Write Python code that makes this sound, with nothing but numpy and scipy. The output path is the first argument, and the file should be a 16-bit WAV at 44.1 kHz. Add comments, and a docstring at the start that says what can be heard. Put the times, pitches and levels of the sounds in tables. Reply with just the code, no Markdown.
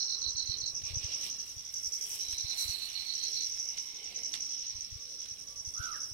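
"""An overgrown field by day. Rasping runs of falling tones make an insect's trill, over a hush of filtered noise.
At once a cricket chirps on the right in slurred tones, and again later; small insects buzz and tick in pulsed noise.
Soon wind puffs on the left microphone port as brief low swings, and dogs rustle the cut grass as crackling noise.
Dry stalks swish and snap as noise; far birds whistle in arched tones. Near the end a bird gives a warbled call."""
import sys
import numpy as np
from scipy import signal
from scipy.fft import rfft, irfft, next_fast_len
from scipy.io import wavfile
from scipy.ndimage import uniform_filter1d

SR = 44100
rng = np.random.default_rng(int(sys.argv[2]) if len(sys.argv) > 2 else 0)


def master_out(mix):
    """Clip the mix to full scale and print it as 16-bit PCM to the path in sys.argv[1]."""
    frames = np.transpose(np.atleast_2d(mix))
    ceiling = np.clip(frames, -1, 1)
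    pcm = np.round(ceiling * 32767).astype(np.int16)
    wavfile.write(sys.argv[1], SR, pcm)


N = 270333  # length in samples
T = np.arange(N) / SR  # time in s


def gain_of(db):
    """Turns decibels into gain."""
    return 10 ** (np.asarray(db) / 20)


def evened(x):
    """Scales each channel to rms 1."""
    return x / np.sqrt(np.mean(x ** 2, -1, keepdims=True) + 1e-20)


def curve(rows, t=T):
    """Joins the rows of a table by straight lines in time, one curve for each column after the first."""
    s, *columns = np.transpose(rows)
    return [np.interp(t, s, c) for c in columns]


def colour(x, points):
    """Filters by a spectrum of (f/Hz, level/dB); white noise of rms 1 keeps about that rms."""
    size = next_fast_len(x.shape[-1])
    hz, db = np.transpose(points)
    bins = np.fft.rfftfreq(size, 1 / SR)
    gain = gain_of(np.interp(np.log(bins + 1), np.log(hz), db))
    gain = gain / np.sqrt(np.mean(gain ** 2))
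    return irfft(rfft(x, size) * gain, size)[..., :x.shape[-1]]


def bell(hz, width):
    """Gives the spectrum of a resonance with steep skirts, 12 dB down at width Hz from its middle."""
    f = np.linspace(hz - 3 * width, hz + 3 * width, num=25)
    return np.c_[f, -12 * ((f - hz) / width) ** 2]


def add(mix, s, sound):
    """Adds a sound that starts at s seconds, cut off at the ends of the mix."""
    at = round(s * SR)
    part = mix[..., max(at, 0):max(at + sound.shape[-1], 0)]
    part += sound[..., max(-at, 0):][..., :part.shape[-1]]


def crackle(spread_db):
    """Makes two channels of noise whose samples differ widely in size, as tiny separate clicks."""
    size_db = spread_db * np.minimum(rng.exponential(1, N), 6)
    return evened(rng.standard_normal((2, N)) * gain_of(size_db))


def scatter(x, t60, delay):
    """Makes diffuse echoes off the growth, unlike in each channel, that die by 60 dB in t60 seconds."""
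    t = np.arange(SR // 2) / SR
    tail = rng.standard_normal((2, len(t))) * gain_of(-60 * t / t60) * (t > delay)
    return signal.fftconvolve(np.atleast_2d(x), tail / np.linalg.norm(tail[0]), axes=1)[:, :N]


def pan(x, left_db, lag):
    """Places a source on the right: weaker on the left, and lag seconds later there (earlier if negative)."""
    return np.array([gain_of(left_db) * np.interp(T - lag, T, x), x])


def sweep(hz, gain, turn):
    """Makes a tone along a pitch curve, starting at a given part of a turn."""
    return gain * np.sin(2 * np.pi * (np.cumsum(hz) / SR + turn))


def patchy(x, depth_db):
    """Lets the level of noise drift in patches of time and pitch."""
    z = signal.stft(x, nperseg=1024, noverlap=768)[2]
    patches = rng.standard_normal(z.shape[1:])
    patches = uniform_filter1d(patches, size=5, axis=0)
    patches = uniform_filter1d(patches, size=30, axis=1)
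    drifting = z * gain_of(depth_db * patches / patches.std())
    return signal.istft(drifting, nperseg=1024, noverlap=768)[1][:, :N]


def swells(rows, stir):
    """Gives the gain of a slowly changing stir with swells on it, each rising to its peak and dying away."""
    power = gain_of(2 * curve(stir)[0])
    for s, db, rise, fall in rows:
        drop = np.where(T < s, (s - T) / rise, (T - s) / fall)
        power = power + gain_of(2 * (db - 10 * drop))
    return np.sqrt(power)


# spectrum of the distant hush: f/Hz, relative left level/dB, relative right level/dB
HUSH_SPECTRUM = [(30, 1, 4), (90, 2.5, 13), (203, -5, -6.5), (500, -5.5, -20), (740, -9.5, -28),
                 (1440, -12, 5), (2230, -9.5, -15.5), (3240, -13.5, 0), (4940, -31, 4.5), (7100, -10, -34),
                 (10400, -12, -22.5), (15400, -15, 7)]
# the swelling parts before patchiness: t/s, low part level/dB, middle part level/dB
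BREEZE_LEVELS = [(0, -69, -69), (.5, -66, -71), (.75, -72, -74), (1.1, -63, -68), (1.7, -75, -77),
                 (2.2, -69, -75), (2.8, -75, -73), (3.6, -76, -80), (4.2, -66, -73), (4.7, -76, -81),
                 (5.5, -69, -76), (6.13, -69, -73)]
# spectrum of the low part: f/Hz, relative level/dB
LOW_SPECTRUM = [(120, -5), (220, 0), (340, -1.5), (520, 0), (700, -10), (1600, -60)]
# spectrum of the middle part: f/Hz, relative level/dB
MIDDLE_SPECTRUM = [(400, -30), (700, -3), (1100, 0), (1500, -5), (1900, -3), (3000, -50)]


def hush():
    """Smooth distant noise, partly alike in both ports; its low and middle parts swell and sink."""
    a, b, low, middle = rng.standard_normal((4, N))
    table = np.array(HUSH_SPECTRUM)
    low_db, middle_db = curve(BREEZE_LEVELS)
    left = gain_of(-1.5) * colour(a, table[:, [0, 1]])
    right = colour(0.1 * a + 0.54 * b, table[:, [0, 2]])
    low_swell = gain_of(low_db) * colour(low, LOW_SPECTRUM)
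    middle_swell = gain_of(middle_db) * colour(middle, MIDDLE_SPECTRUM)
    steady = gain_of(-61) * np.array([left, right])
    return patchy(steady + low_swell + middle_swell, 2.55)


# wind puffs on the left port: t/s of the middle, peak level/dB of the envelope, f/Hz
WIND_PUFFS = [(0.27, -39.5, 73), (0.287, -40, 70), (0.352, -40, 87), (0.497, -30.5, 85.6),
              (0.636, -42.5, 86.8), (0.839, -40.1, 87.1), (0.869, -46.4, 79), (0.91, -36.5, 79.6),
              (0.938, -35, 75), (0.971, -27, 91), (1.05, -31.5, 81), (1.571, -40.5, 80), (1.879, -44, 63),
              (2.291, -45, 67.24), (2.336, -39, 67), (2.449, -34.8, 81), (2.66, -38.5, 70),
              (2.697, -34.5, 74), (4.755, -40.5, 71), (4.787, -44.7, 76.1), (4.928, -36.9, 77),
              (4.961, -36.5, 81), (5.32, -44, 88.16), (5.679, -37.5, 80), (5.803, -30.5, 85.5),
              (6.118, -39, 83.76)]
# spectrum of the small puffs: f/Hz, relative level/dB
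RUMBLE_SPECTRUM = [(15, -8), (40, -7.5), (75, -0.5), (115, -7.5), (170, -14), (400, -67)]
# strength of the small puffs before balance: t/s, level/dB
GUST_LEVELS = [(0.0, -76), (0.94, -61.5), (1.16, -70.5), (3.98, -76.5), (6.13, -69)]


def wind():
    """Each puff swings the left membrane for a cycle or two; small ones come at random between."""
    left = np.zeros(N)
    t = np.arange(-.03, .03, 1 / SR)
    for s, db, hz in WIND_PUFFS:
        swing = np.cos(2 * np.pi * (hz * t + rng.random()))
        add(left, s - .03, gain_of(db) * swing * np.exp(-(t * hz / 0.51) ** 2))
    small = colour(crackle(11.2) * gain_of(curve(GUST_LEVELS)[0]), RUMBLE_SPECTRUM)
    small = small * gain_of([[8], [.5]])
    return small + np.array([left, gain_of(-41) * left])


# a far drone of insects, low in pitch, before balance: t/s, level/dB
DRONE_LEVELS = [(1.45, -82), (1.7, -66), (3.0, -69), (4.2, -59), (4.6, -76), (6.13, -75)]


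def insect_drone():
    """Far insects merge into a crackling band of noise."""
    drone = colour(crackle(4.5) * gain_of(curve(DRONE_LEVELS)[0]), bell(2180, 216))
    return drone * gain_of([[-6], [0]])


# other trillers further off, before balance: t/s, level/dB
FAR_TRILLERS = [(0, -34), (.3, -46), (.9, -49.5), (1.15, -40.5), (1.6, -51), (2.0, -47), (2.5, -42.5),
                (2.85, -53), (3.55, -42), (3.75, -52), (4.12, -52), (4.55, -40.5), (4.85, -50), (5.15, -45),
                (5.45, -55), (5.72, -52), (6.13, -43)]


def far_chorus():
    """Other trillers further off merge into a crackling band of noise that swells and sinks."""
    level = gain_of(curve(FAR_TRILLERS)[0]) * gain_of([[-2.5], [1.5]])
    return level * colour(crackle(3.4), bell(5580, 590))


def tone(rows):
    """A whistle along a pitch curve, with a fast warble and a weak octave."""
    hz, db = curve(rows)
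    warble = .06 * np.sin(2 * np.pi * 76 * T)  # a share of the pitch, 76 times a second
    turn = 2 * np.pi * np.cumsum(hz * (1 + warble)) / SR
    on = (T > rows[0][0]) & (T < rows[-1][0])
    return np.sqrt(2) * gain_of(db) * on * (np.sin(turn) + 0.078 * np.sin(2 * turn))


# warbled call: t/s, f/Hz that the warble swings around, level/dB
CALL_PITCH = [(5.735, 1120, -68), (5.77, 1320, -51), (5.81, 1437, -40), (5.85, 1422, -40),
              (5.90, 1344, -40), (5.945, 1247, -44), (5.955, 1260, -48)]
# falling end of the call: t/s, f/Hz that the warble swings around, level/dB
FALLING_END = [(5.935, 1983, -54), (5.955, 1683, -45), (5.975, 1494, -47), (6.01, 1150, -65)]
# far whistles: t/s of the start, length/s, highest f/Hz, level/dB at the middle
FAR_WHISTLES = [(.69, .15, 1170, -70), (.86, .045, 1163, -62), (4.72, .09, 1060, -73),
                (4.92, .14, 1160, -71), (5.41, .25, 1160, -70)]


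def birds():
    """The near call from the right with its falling end, and faint far whistles, with their echoes."""
    call = tone(CALL_PITCH) + tone(FALLING_END)
    far = np.zeros(N)
    for s, length, hz, db in FAR_WHISTLES:
        arch = np.sin(np.pi * np.arange(0, length, 1 / SR) / length)
        arched_hz = hz * (1 + .05 * (arch - 1))
        add(far, s, sweep(arched_hz, np.sqrt(2) * arch * gain_of(db), rng.random()))
    echo = scatter(call + far, 0.46, 0.0074) * gain_of([[-15], [-7]])
    return pan(call, -18, 0.00038) + pan(far, -5, 0.00017) + echo


# buzzes of a small insect to the left, before balance: t/s of the start, level/dB
BUZZ_BOUTS = [(.05, -67), (.35, -68), (.65, -67), (.95, -68), (3.98, -69), (4.468, -65), (4.763, -64),
              (5.063, -64), (5.352, -65), (5.658, -63), (6.03, -62)]


def buzzer():
    """A small insect on the left buzzes: noise in a narrow band, pulsing fast in short growing bouts."""
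    length = .087  # s
    t = np.arange(0, length, 1 / SR)
    pulses = np.sqrt(t / length) * 2 * np.sin(np.pi * 52 * t) ** 2  # 52 pulses a second
    gate = np.zeros(N)
    for s, db in BUZZ_BOUTS:
        add(gate, s, gain_of(db) * pulses)
    return colour(crackle(1.9) * gate, bell(8620, 280)) * gain_of([[2], [-7]])


# a ticking insect to the right, before balance: t/s, level/dB
TICK_LEVELS = [(4.9, -90), (5.3, -66), (5.9, -60), (6.13, -61)]


def ticker():
    """An insect on the right grows louder: two bands of noise pulse on a steady beat."""
    beat = np.sin(np.pi * (T - 5.83) / .0578) ** 2  # one pulse every .0578 s
    gate = beat * gain_of(curve(TICK_LEVELS)[0])
    high = colour(crackle(2.5) * gate, bell(10600, 380))
    lower = gain_of(-9) * colour(crackle(1.4) * gate, bell(9300, 300))
    return (high + lower) * gain_of([[-6], [2.5]])


# spectrum of the dry stalks: f/Hz, relative level/dB
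STALK_SPECTRUM = [(4000, -56), (6800, -8), (7700, -2), (8140, -6), (9950, -4.5), (14100, -9),
                  (15500, -12.5)]
# swishes of dry stalks before balance: t/s of peak, peak level/dB, s to rise the last 10 dB, s to fall 10 dB
STALK_SWISHES = [(.88, -62, .06, .06), (1.265, -48, .06, .035), (1.50, -57, .12, .1),
                 (1.737, -55, .02, .05), (1.86, -55, .07, .08), (2.14, -45, .16, .09),
                 (2.345, -52, .04, .05), (2.605, -42, .035, .14), (2.85, -53, .06, .08),
                 (3.86, -61, .1, .05), (4.346, -61, .2, .2), (5.84, -62, .15, .1)]
# the stir of stalks between them, before balance: t/s, level/dB
STALK_STIR_LEVELS = [(0, -73), (.8, -72), (1.1, -68), (1.65, -67), (2.4, -59), (3.45, -59), (4.0, -70),
                     (4.7, -72), (6.13, -63)]


def stalks():
    """Dry stalks swish, mostly on the left: dense bright crackle that swells and dies away."""
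    moving = crackle(4.6) * swells(STALK_SWISHES, STALK_STIR_LEVELS)
    return colour(moving, [(3000, -19)] + list(STALK_SPECTRUM)) * gain_of([[3.5], [-5]])


# spectrum of the rustling grass: f/Hz, relative level/dB
GRASS_SPECTRUM = [(250, -11), (600, -13), (900, -10), (1500, -17), (2100, -4), (3000, 1), (4200, 4),
                  (6000, -10), (9000, -13.5), (15000, -29)]
# paws and muzzle push through the grass, before balance:
# t/s of peak, peak level/dB, s to rise the last 10 dB, s to fall 10 dB
PAW_RUSTLES = [(.56, -57, .15, .05), (.9, -49, .06, .045), (1.03, -50, .06, .08), (1.125, -47, .1, .05),
               (1.265, -46.5, .08, .05), (2.166, -54, .2, .3), (2.535, -52, .06, .3), (3.78, -56, .08, .05),
               (4.126, -55, .25, .2), (4.351, -49, .02, .07), (4.65, -56, .2, .25), (5.259, -56, .07, .06),
               (5.842, -54, .04, .15)]
# the stir of grass between them, before balance: t/s, level/dB
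GRASS_STIR_LEVELS = [(0, -61), (.78, -64), (1.4, -58), (1.9, -63), (2.65, -52), (3.3, -54.5), (3.7, -59),
                     (5.1, -61), (6.13, -68)]


def dogs_in_grass():
    """Dogs' paws and muzzle push through the grass on the right: patchy crackle in swells."""
    rustle = colour(crackle(3.6) * swells(PAW_RUSTLES, GRASS_STIR_LEVELS), GRASS_SPECTRUM) * gain_of(5.5)
    rustle = patchy(rustle, 2.35)
    loose = gain_of([[-16], [-99]]) * rustle  # a little unlike sound, on the left only
    return pan(rustle[1], -18, -0.00037) + loose


# stalks snap: t/s, level/dB before balance, left trim/dB before balance
STALK_SNAPS = [(0.819, -54.5, -17), (2.329, -47.5, -11), (2.505, -53, -23), (2.531, -50, -20),
               (3.573, -52, -11), (3.776, -43, -25), (4.19, -54, -18), (4.339, -36, -24), (4.353, -41, -28),
               (5.219, -56, -20), (5.258, -49.5, -25)]
# spectrum of a snap: f/Hz, relative level/dB
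SNAP_SPECTRUM = [(500, -18), (2000, 0.5), (4000, 10), (7500, -2), (10500, -6), (15000, -26)]


def snapping_stalks():
    """Single stalks snap: bursts of noise that start at full strength and die within milliseconds."""
    snaps = np.zeros((2, N))
    t = np.arange(2000) / SR
    for s, db, left_db in STALK_SNAPS:
        crack = rng.standard_normal(len(t)) * np.exp(-t / .006)
        add(snaps, s, gain_of([[db + 15 + left_db], [db + 9]]) * crack)
    return colour(snaps, SNAP_SPECTRUM)


# cricket chirps: t/s of first stroke, length/s, level/dB before the chirp's shape, filter and balance
CRICKET_CHIRPS = [(.007, 0.019, -22.5), (.080, 0.068, -26), (.220, 0.067, -25), (0.36, 0.059, -24),
                  (0.475, 0.067, -25), (0.619, 0.05, -25.5), (2.2, .025, -38), (2.248, 0.049, -34),
                  (2.326, 0.08, -31), (2.446, 0.083, -29.5), (2.566, 0.076, -27.5), (2.681, 0.067, -28),
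                  (2.788, 0.082, -31), (2.931, 0.086, -29.5), (3.059, .08, -29), (3.191, 0.077, -29.5),
                  (3.332, 0.092, -31)]
# one cricket stroke: t/s from its peak, relative level/dB, pitch shift f/Hz
CRICKET_STROKE = [(-.013, -29, 212), (-.008, -6.5, 138), (-.0025, -11, 34), (0, -1, -120),
                  (.002, 2.5, -290), (.004, -32, -380)]
# how the song changes: t/s, relative level/dB of strokes between the beats, wing pitch f/Hz before
# each stroke's shift, relative level/dB of the bounce off the ground
CRICKET_SONG = [(.1, -10, 4320, -9), (.65, -20, 4280, -9), (2.25, -10, 4040, -14), (2.65, -3, 4310, -4),
                (3.4, -2, 4310, -3)]


def cricket():
    """Each stroke swells on the wing pitch and ends in a short hard down-slur, a little rough."""
    voice = np.zeros(N)
    t = np.arange(CRICKET_STROKE[0][0], CRICKET_STROKE[-1][0], 1 / SR)
    shape_db, shift = curve(CRICKET_STROKE, t)
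    for s, length, db in CRICKET_CHIRPS:
        between_db, hz = curve(CRICKET_SONG, s)[:2]
        draws = rng.standard_normal((16, 3))
        beats = np.arange(0, length + .05, .0223 / 2)  # every second one falls between the beats
        for k, beat in enumerate(beats):
            loudness, tune, turn = draws[k]
            arch_db = -170 * max(.035 - beat, 0) - 400 * max(beat - length, 0)
            level_db = db + arch_db + between_db * (k % 2) + 1.2 * loudness
            stroke = sweep(hz + shift + 30 * tune, gain_of(level_db + shape_db), 9 * turn)
            add(voice, s + beat + t[0], stroke)
    bounce = gain_of(curve(CRICKET_SONG)[2]) * np.interp(T - .003, T, voice)
    flutter = colour(rng.standard_normal(N), [(20, 0), (400, 0), (900, -30)])
    voice = (voice + bounce) * (1 + .27 * flutter)
    voice = colour(voice, bell(4200, 650)) * gain_of(-14.7)  # the wings pass only their own band
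    echoes = scatter(voice, .11, .001)
    return pan(voice, -25, -0.00068) + gain_of([[-23], [-4]]) * echoes


# phrases of the trill, each running until the next: t/s of first throb, s between throbs, throb length/s
TRILL_PHRASES = [(.001, .091, .054), (.569, .0885, .04), (.94, .089, .04), (1.647, .0905, .042),
                 (2.379, .0995, .042), (2.794, .091, .048), (3.135, .0895, .06), (3.768, .087, .052),
                 (4.144, .0865, .048), (4.804, .0955, .046), (5.379, .089, .044)]


def throbs():
    """Each phrase repeats at its own pace until the next one begins: rows of (t/s, length/s)."""
    ends = [row[0] for row in TRILL_PHRASES[1:]] + [T[-1]]
    rows = []
    for (start, gap, length), end in zip(TRILL_PHRASES, ends):
        rows += [(s, length) for s in np.arange(start, end - gap / 2, gap)]
    return rows


# wing resonance that colours the rasp: f/Hz, relative level/dB
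WING_RESONANCE = [(2710, -65), (4600, -17), (4900, -15.5), (5310, -2), (5650, -2.5), (6220, -2),
                  (6370, -20.5), (6510, -16), (6900, -24.5), (8970, -31), (15200, -120)]
# level of the throbs before random spread, fading and balance: t/s, level/dB
THROB_LEVELS = [(0, -37), (.8, -36), (1.15, -35), (1.45, -42), (1.6, -44), (1.75, -35.5), (2.7, -36.5),
                (2.8, -44), (3.05, -43), (3.2, -35.5), (3.45, -35), (3.78, -37.5), (3.9, -44), (4.3, -35.5),
                (4.75, -41), (4.95, -45), (5.2, -40), (5.4, -43.5), (5.6, -39.5), (6.13, -38)]


def trill():
    """Each throb is a run of wing strokes that fall in pitch and rasp, blurred by the growth around."""
    tones = np.zeros(N)
    t = np.arange(0, .016, 1 / SR)
    shape = np.minimum(t / .003, 1) * np.cos(np.pi / 2 * t / t[-1])
    chance = rng.standard_normal((90, 12, 4))
    for (s, length), draws in zip(throbs(), chance):
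        db = curve(THROB_LEVELS, s)[0] + draws[-1, 0]  # throbs differ by about 1 dB
        for beat, (size, tune, late, turn) in zip(np.arange(0, length + .03, .0135), draws):
            fade_db = -50 * beat - 400 * max(beat - length, 0) - 2 * (beat == 0)
            hz = 6080 + 110 * tune - 38000 * t - 3000 * beat
            stroke = sweep(hz, gain_of(db + fade_db + 1.3 * size) * shape, 9 * turn)
            add(tones, s + beat + .0016 * late * (beat > 0), stroke)
    rasp = colour(crackle(2.36) * abs(tones), WING_RESONANCE) * gain_of([[-3], [3]])
    near = pan(tones, -15.5, -0.000388) * gain_of(6.0) + rasp
    return near + gain_of([[-7.5], [-3.5]]) * scatter(near[1], 0.055, .002)


def scene():
    """All sources together, from the background to the trill."""
    background = hush() + wind() + insect_drone() + far_chorus() + birds()
    ticking = buzzer() + ticker()
    grass = stalks() + dogs_in_grass() + snapping_stalks()
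    return background + ticking + grass + cricket() + trill()


def low_pass(x):
    """Removes everything above the highest recorded frequency."""
    return signal.sosfilt(signal.butter(12, 15690, fs=SR, output="sos"), x)


def record(dry):
    """Turns the finished mix into the final sound."""
    return low_pass(dry)


dry = scene()
out = record(dry)
master_out(out)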